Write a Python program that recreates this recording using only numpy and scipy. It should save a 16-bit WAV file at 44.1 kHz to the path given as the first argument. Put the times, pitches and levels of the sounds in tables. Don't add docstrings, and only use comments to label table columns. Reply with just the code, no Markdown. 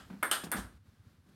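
import sys
import numpy as np
from scipy import signal
from scipy.fft import rfft, irfft
from scipy.io import wavfile

SR = 44100
rng = np.random.default_rng(int(sys.argv[2]) if len(sys.argv) > 2 else 0)


def to_wav(s):
    ch = np.atleast_2d(s).T
    pcm = np.round(np.clip(ch, -1, 1) * 32767)
    wavfile.write(sys.argv[1], SR, pcm.astype(np.int16))


N = 59535
T = np.arange(N) / SR

# (time [s], surface [dB], shell [dB], pock [dB], tick [dB], surface hall send [dB],
# shell hall send [dB], shell pitch [ratio], first echo delay [s], first echo [dB])
RACKET_HITS = [(-.17, 3, -7.5, -2.5, -11, 6, 2.2, 1.0, .004, -5),
               (.3128, -5.5, 8, 2.5, -1, 6.43, 0.63, 1.005, .0032, -2)]
TABLE_HITS = [(.2275, -1.5, -6.5, -3.5, -14, 6.5, 9, 0.99, 0.0032, 3),
              (.5160, -5, 0.5, -29, -3.5, 10, 2, 1.0, .0052, -5)]
# (frequency [Hz], level at resonance [dB], t60 [s])
SHELL_MODES = [(8380, 1, 0.03), (8766, 3.5, .025), (9050, 4, 0.03), (10640, -2.5, 0.019),
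               (11750, -6, 0.0076), (12510, -5.5, .012), (13820, -12, 0.0074)]
RACKET_MODES = [(770, 4, 0.019), (1330, 12, 0.013), (1658, 7, 0.0073), (2957, 10.5, 0.048),
                (3340, 10.5, 0.048), (4970, 1.5, 0.012)]
TABLE_MODES = [(336, -1, .03), (572, -2, .035), (1241, -4.5, 0.031), (1623, 5.5, 0.023), (1755, 7.5, .026),
               (2120, -2, .012), (3470, -8.5, 0.014), (3610, -7.5, 0.03)]
RACKET_POCK_MODES = [(3050, 15.1, .016)]
TABLE_POCK_MODES = [(1360, 13, .013), (2123, 15, 0.0077)]
FLOOR_MODES = [(167.2, 8.5, .12), (197.4, 14, 0.17), (246, 5.5, .1), (270, -1, .08)]
HEEL_MODES = [(276, 8.5, 0.098), (397, 0.5, 0.082), (623, -6.5, 0.015)]
# (frequency [Hz], level [dB])
RACKET_CRACK_SPECTRUM = [(100, -35.5), (260, 2), (450, 1.5), (900, 3), (1600, 11), (2200, 0), (3200, 6.5),
                         (5800, -6.5), (7500, -3.5), (12000, -10), (16000, -22.5)]
TABLE_CRACK_SPECTRUM = [(100, -33.5), (260, 0.5), (480, -5.5), (900, 0.5), (1500, 8.5), (2100, -8),
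                        (2700, -13.5), (3700, -15), (4600, -18.5), (6200, -26), (11000, -20),
                        (16000, -27.5)]
TICK_SPECTRUM = [(300, -23), (1500, -14.5), (3500, -7.5), (5500, -18.5), (7400, -8), (8800, 0),
                 (9700, -7.5), (10800, 4.5), (13000, -4.5), (16000, -19.5)]
BACKGROUND_SPECTRUM = [(25, -52), (50, -40.5), (80, -37.5), (130, -39), (220, -40), (400, -53),
                       (800, -58.5), (1400, -55.5), (2500, -63), (4200, -63.5), (7000, -70), (12000, -71),
                       (16000, -77.5)]
SLAP_SPECTRUM = [(80, -27.5), (130, -21), (200, 1), (300, -2), (480, -14.5), (750, -11), (1600, -16),
                 (2600, -23), (8000, -44)]
SCUFF_SPECTRUM = [(500, -10.5), (2000, -24), (3500, -12), (6000, -17), (9000, -15), (13000, -20.5),
                  (16000, -31)]
# (time [s], relative level [dB])
BACKGROUND_CONTOUR = [(0, 9.5), (.2, 6.5), (.775, 3.5), (.79, -4.5), (.84, -3.5), (.87, 2.5), (1.02, -0.5),
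                      (1.08, 3.5), (1.22, -2.5), (1.35, 3.5)]
# (time [s], frequency [Hz], level at resonance [dB], t60 [s])
FLOOR_THUDS = [(.05, 73.6, 7.5, 0.19), (.468, 72.5, 8.5, 0.15), (.572, 54.8, 22.5, 0.33),
               (.578, 90.7, 13.5, 0.18), (.64, 57, 16.5, 0.26), (.645, 104, 11.5, 0.056),
               (.735, 69.4, 10, 0.24), (.79, 96, 7, 0.18), (.88, 92.6, 9, 0.056), (0.994, 103, 7.5, 0.079),
               (1.064, 100, 10, 0.043), (1.179, 90.7, 4, 0.13)]
# (time [s], floor knock [dB], sole slap [dB], scuff [dB], heel [dB])
FOOTFALLS = [(0.1, 0, -4.5, -28, -9), (.127, 2, -9.5, -27, -24), (.4355, 1, 0.5, -0.5, 2.5),
             (.465, -4, -3, -17, -16), (.546, 5.5, 8, -23, 1.5), (.583, -0.5, -4, -13, -11),
             (.645, -12, -11.5, -22, -19), (1.262, -18.5, -24, -34.5, -26),
             (1.284, -16, -20.5, -29.5, -23.5)]
# (frequency [Hz], t60 [s])
HALL_DECAY = [(100, .5), (300, 0.32), (700, 0.32), (1500, 0.31), (3500, 0.27), (9000, 0.32), (16000, 0.23)]
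# (delay [s], level [dB])
WALL_REFLECTIONS = [(.0112, -9), (.0198, -11.5), (.0245, -14)]

HALL_GAP_S, HALL_RISE_S = .003, .0013
SHELL_LAG_S, TICK_LAG_S, SURFACE_LAG_S = .0005, .0005, .0015
POCK_RISE_S, SLAP_RISE_S, THUD_RISE_S = .0005, .00072, .01
POCK_SEND_DB, TICK_SEND_DB, SLAP_SEND_DB, KNOCK_SEND_DB = -15.5, -9, 2, -8
CRACK_RE_SURFACE_DB, BACKGROUND_DB = -2.5, -8.5
SLIDE_START_S, SLIDE_DB = .56, 3
BALL_LOW_CUT_HZ, MIC_LOW_CUT_HZ, HIGH_CUT_HZ = 120, 38, 16000


def from_db(db):
    return 10 ** (np.asarray(db) / 20)


def at_hz(points, hz):
    points_hz, values = np.transpose(points)
    return np.interp(np.log(np.maximum(hz, 1)), np.log(points_hz), values)


def add(out, sound, time_s):
    offset = int(round(time_s * SR))
    start = max(offset, 0)
    part = sound[max(-offset, 0):max(N - offset, 0)]
    out[start:start + len(part)] += part


def noise(spectrum):
    gain = from_db(at_hz(spectrum, np.fft.rfftfreq(N, 1 / SR)))
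    return irfft(rfft(rng.standard_normal(N)) * gain, N)


def attack(rise_s):
    return 1 - np.exp(-T / rise_s)


def fade(t60_s, rise_s):
    shape = from_db(-60 * T / t60_s) * attack(rise_s)
    return shape / np.sqrt(np.sum(shape ** 2))


def ring(modes, pitch=1):
    out = np.zeros(N)
    for k, (hz, db, t60_s) in enumerate(modes):
        decay_per_s = np.log(1000) / t60_s
        amplitude = (-1) ** k * from_db(db) * 2 * decay_per_s / SR
        out += amplitude * np.exp(-decay_per_s * T) * np.sin(2 * np.pi * hz * pitch * T)
    return out


def hall_tail(spectrum=((100, 0), (10000, 0))):
    out = np.zeros(N)
    hz = np.fft.rfftfreq(N, 1 / SR)
    noise_bins = rfft(noise(spectrum))
    centres_hz = 125 * 2. ** np.arange(8)
    for centre_hz, weights in zip(centres_hz, np.eye(len(centres_hz))):
        band = irfft(noise_bins * at_hz(np.c_[centres_hz, weights], hz), N)
        add(out, band * fade(at_hz(HALL_DECAY, centre_hz), HALL_RISE_S), HALL_GAP_S)
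    return out


def reverb(sound):
    return signal.fftconvolve(sound, hall_tail())[:N]


def ball_hits(hits, surface_modes, pock_modes, crack_spectrum):
    out = np.zeros(N)
    for (time_s, surface_db, shell_db, pock_db, tick_db,
         surface_send_db, shell_send_db, pitch, echo_s, echo_db) in hits:
        crack = noise(crack_spectrum) * fade(t60_s=.015, rise_s=.0003)
        surface = from_db(surface_db) * ring(surface_modes)
        shell, tick = np.zeros(N), np.zeros(N)
        add(shell, from_db(shell_db) * ring(SHELL_MODES, pitch), SHELL_LAG_S)
        add(tick, from_db(tick_db) * noise(TICK_SPECTRUM) * fade(t60_s=.0093, rise_s=.0001), TICK_LAG_S)
        pock = from_db(pock_db) * ring(pock_modes) * attack(POCK_RISE_S) ** 2
        direct = shell + pock + tick + from_db(surface_db + CRACK_RE_SURFACE_DB) * crack
        add(direct, surface, SURFACE_LAG_S)
        for delay_s, db in [(0, 0), (echo_s, echo_db), *WALL_REFLECTIONS]:
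            add(out, from_db(db) * direct, time_s + delay_s)
        send = from_db(surface_send_db) * surface + from_db(shell_send_db) * shell
        send += from_db(POCK_SEND_DB) * pock
        crack_tail = from_db(surface_db + surface_send_db) * hall_tail(crack_spectrum)
        tick_tail = from_db(tick_db + TICK_SEND_DB) * hall_tail(TICK_SPECTRUM)
        add(out, reverb(send) + crack_tail + tick_tail, time_s)
    return signal.sosfilt(signal.butter(3, BALL_LOW_CUT_HZ, "high", fs=SR, output="sos"), out)


def background():
    contour_db = np.interp(T, *np.transpose(BACKGROUND_CONTOUR))
    return noise(BACKGROUND_SPECTRUM) * from_db(contour_db + BACKGROUND_DB)


def footwork():
    out = np.zeros(N)
    floor = ring(FLOOR_MODES)
    heel = ring(HEEL_MODES) * attack(SLAP_RISE_S)
    for time_s, knock_db, slap_db, scuff_db, heel_db in FOOTFALLS:
        slap = noise(SLAP_SPECTRUM) * fade(t60_s=.044, rise_s=SLAP_RISE_S)
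        slap += from_db(SLAP_SEND_DB) * hall_tail(SLAP_SPECTRUM)
        scuff = noise(SCUFF_SPECTRUM) * fade(t60_s=.069, rise_s=.012)
        knock = floor + from_db(KNOCK_SEND_DB) * reverb(floor)
        for db, sound in (knock_db, knock), (slap_db, slap), (scuff_db, scuff), (heel_db, heel):
            add(out, from_db(db) * sound, time_s)
    for time_s, hz, db, t60_s in FLOOR_THUDS:
        add(out, ring([(hz, db, t60_s)]) * attack(THUD_RISE_S), time_s)
    slide = noise(SCUFF_SPECTRUM) * fade(t60_s=.25, rise_s=.0073)
    add(out, from_db(SLIDE_DB) * slide, SLIDE_START_S)
    return out


def scene():
    bounces = ball_hits(TABLE_HITS, TABLE_MODES, TABLE_POCK_MODES, TABLE_CRACK_SPECTRUM)
    strokes = ball_hits(RACKET_HITS, RACKET_MODES, RACKET_POCK_MODES, RACKET_CRACK_SPECTRUM)
    return (bounces + strokes + footwork() + background())[None]


def record(dry):
    low_cut = signal.butter(3, MIC_LOW_CUT_HZ, "high", fs=SR, output="sos")
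    high_cut = signal.ellip(8, .1, 60, HIGH_CUT_HZ, fs=SR, output="sos")
    return signal.sosfilt(high_cut, signal.sosfilt(low_cut, dry))


dry = scene()
out = record(dry)
to_wav(out)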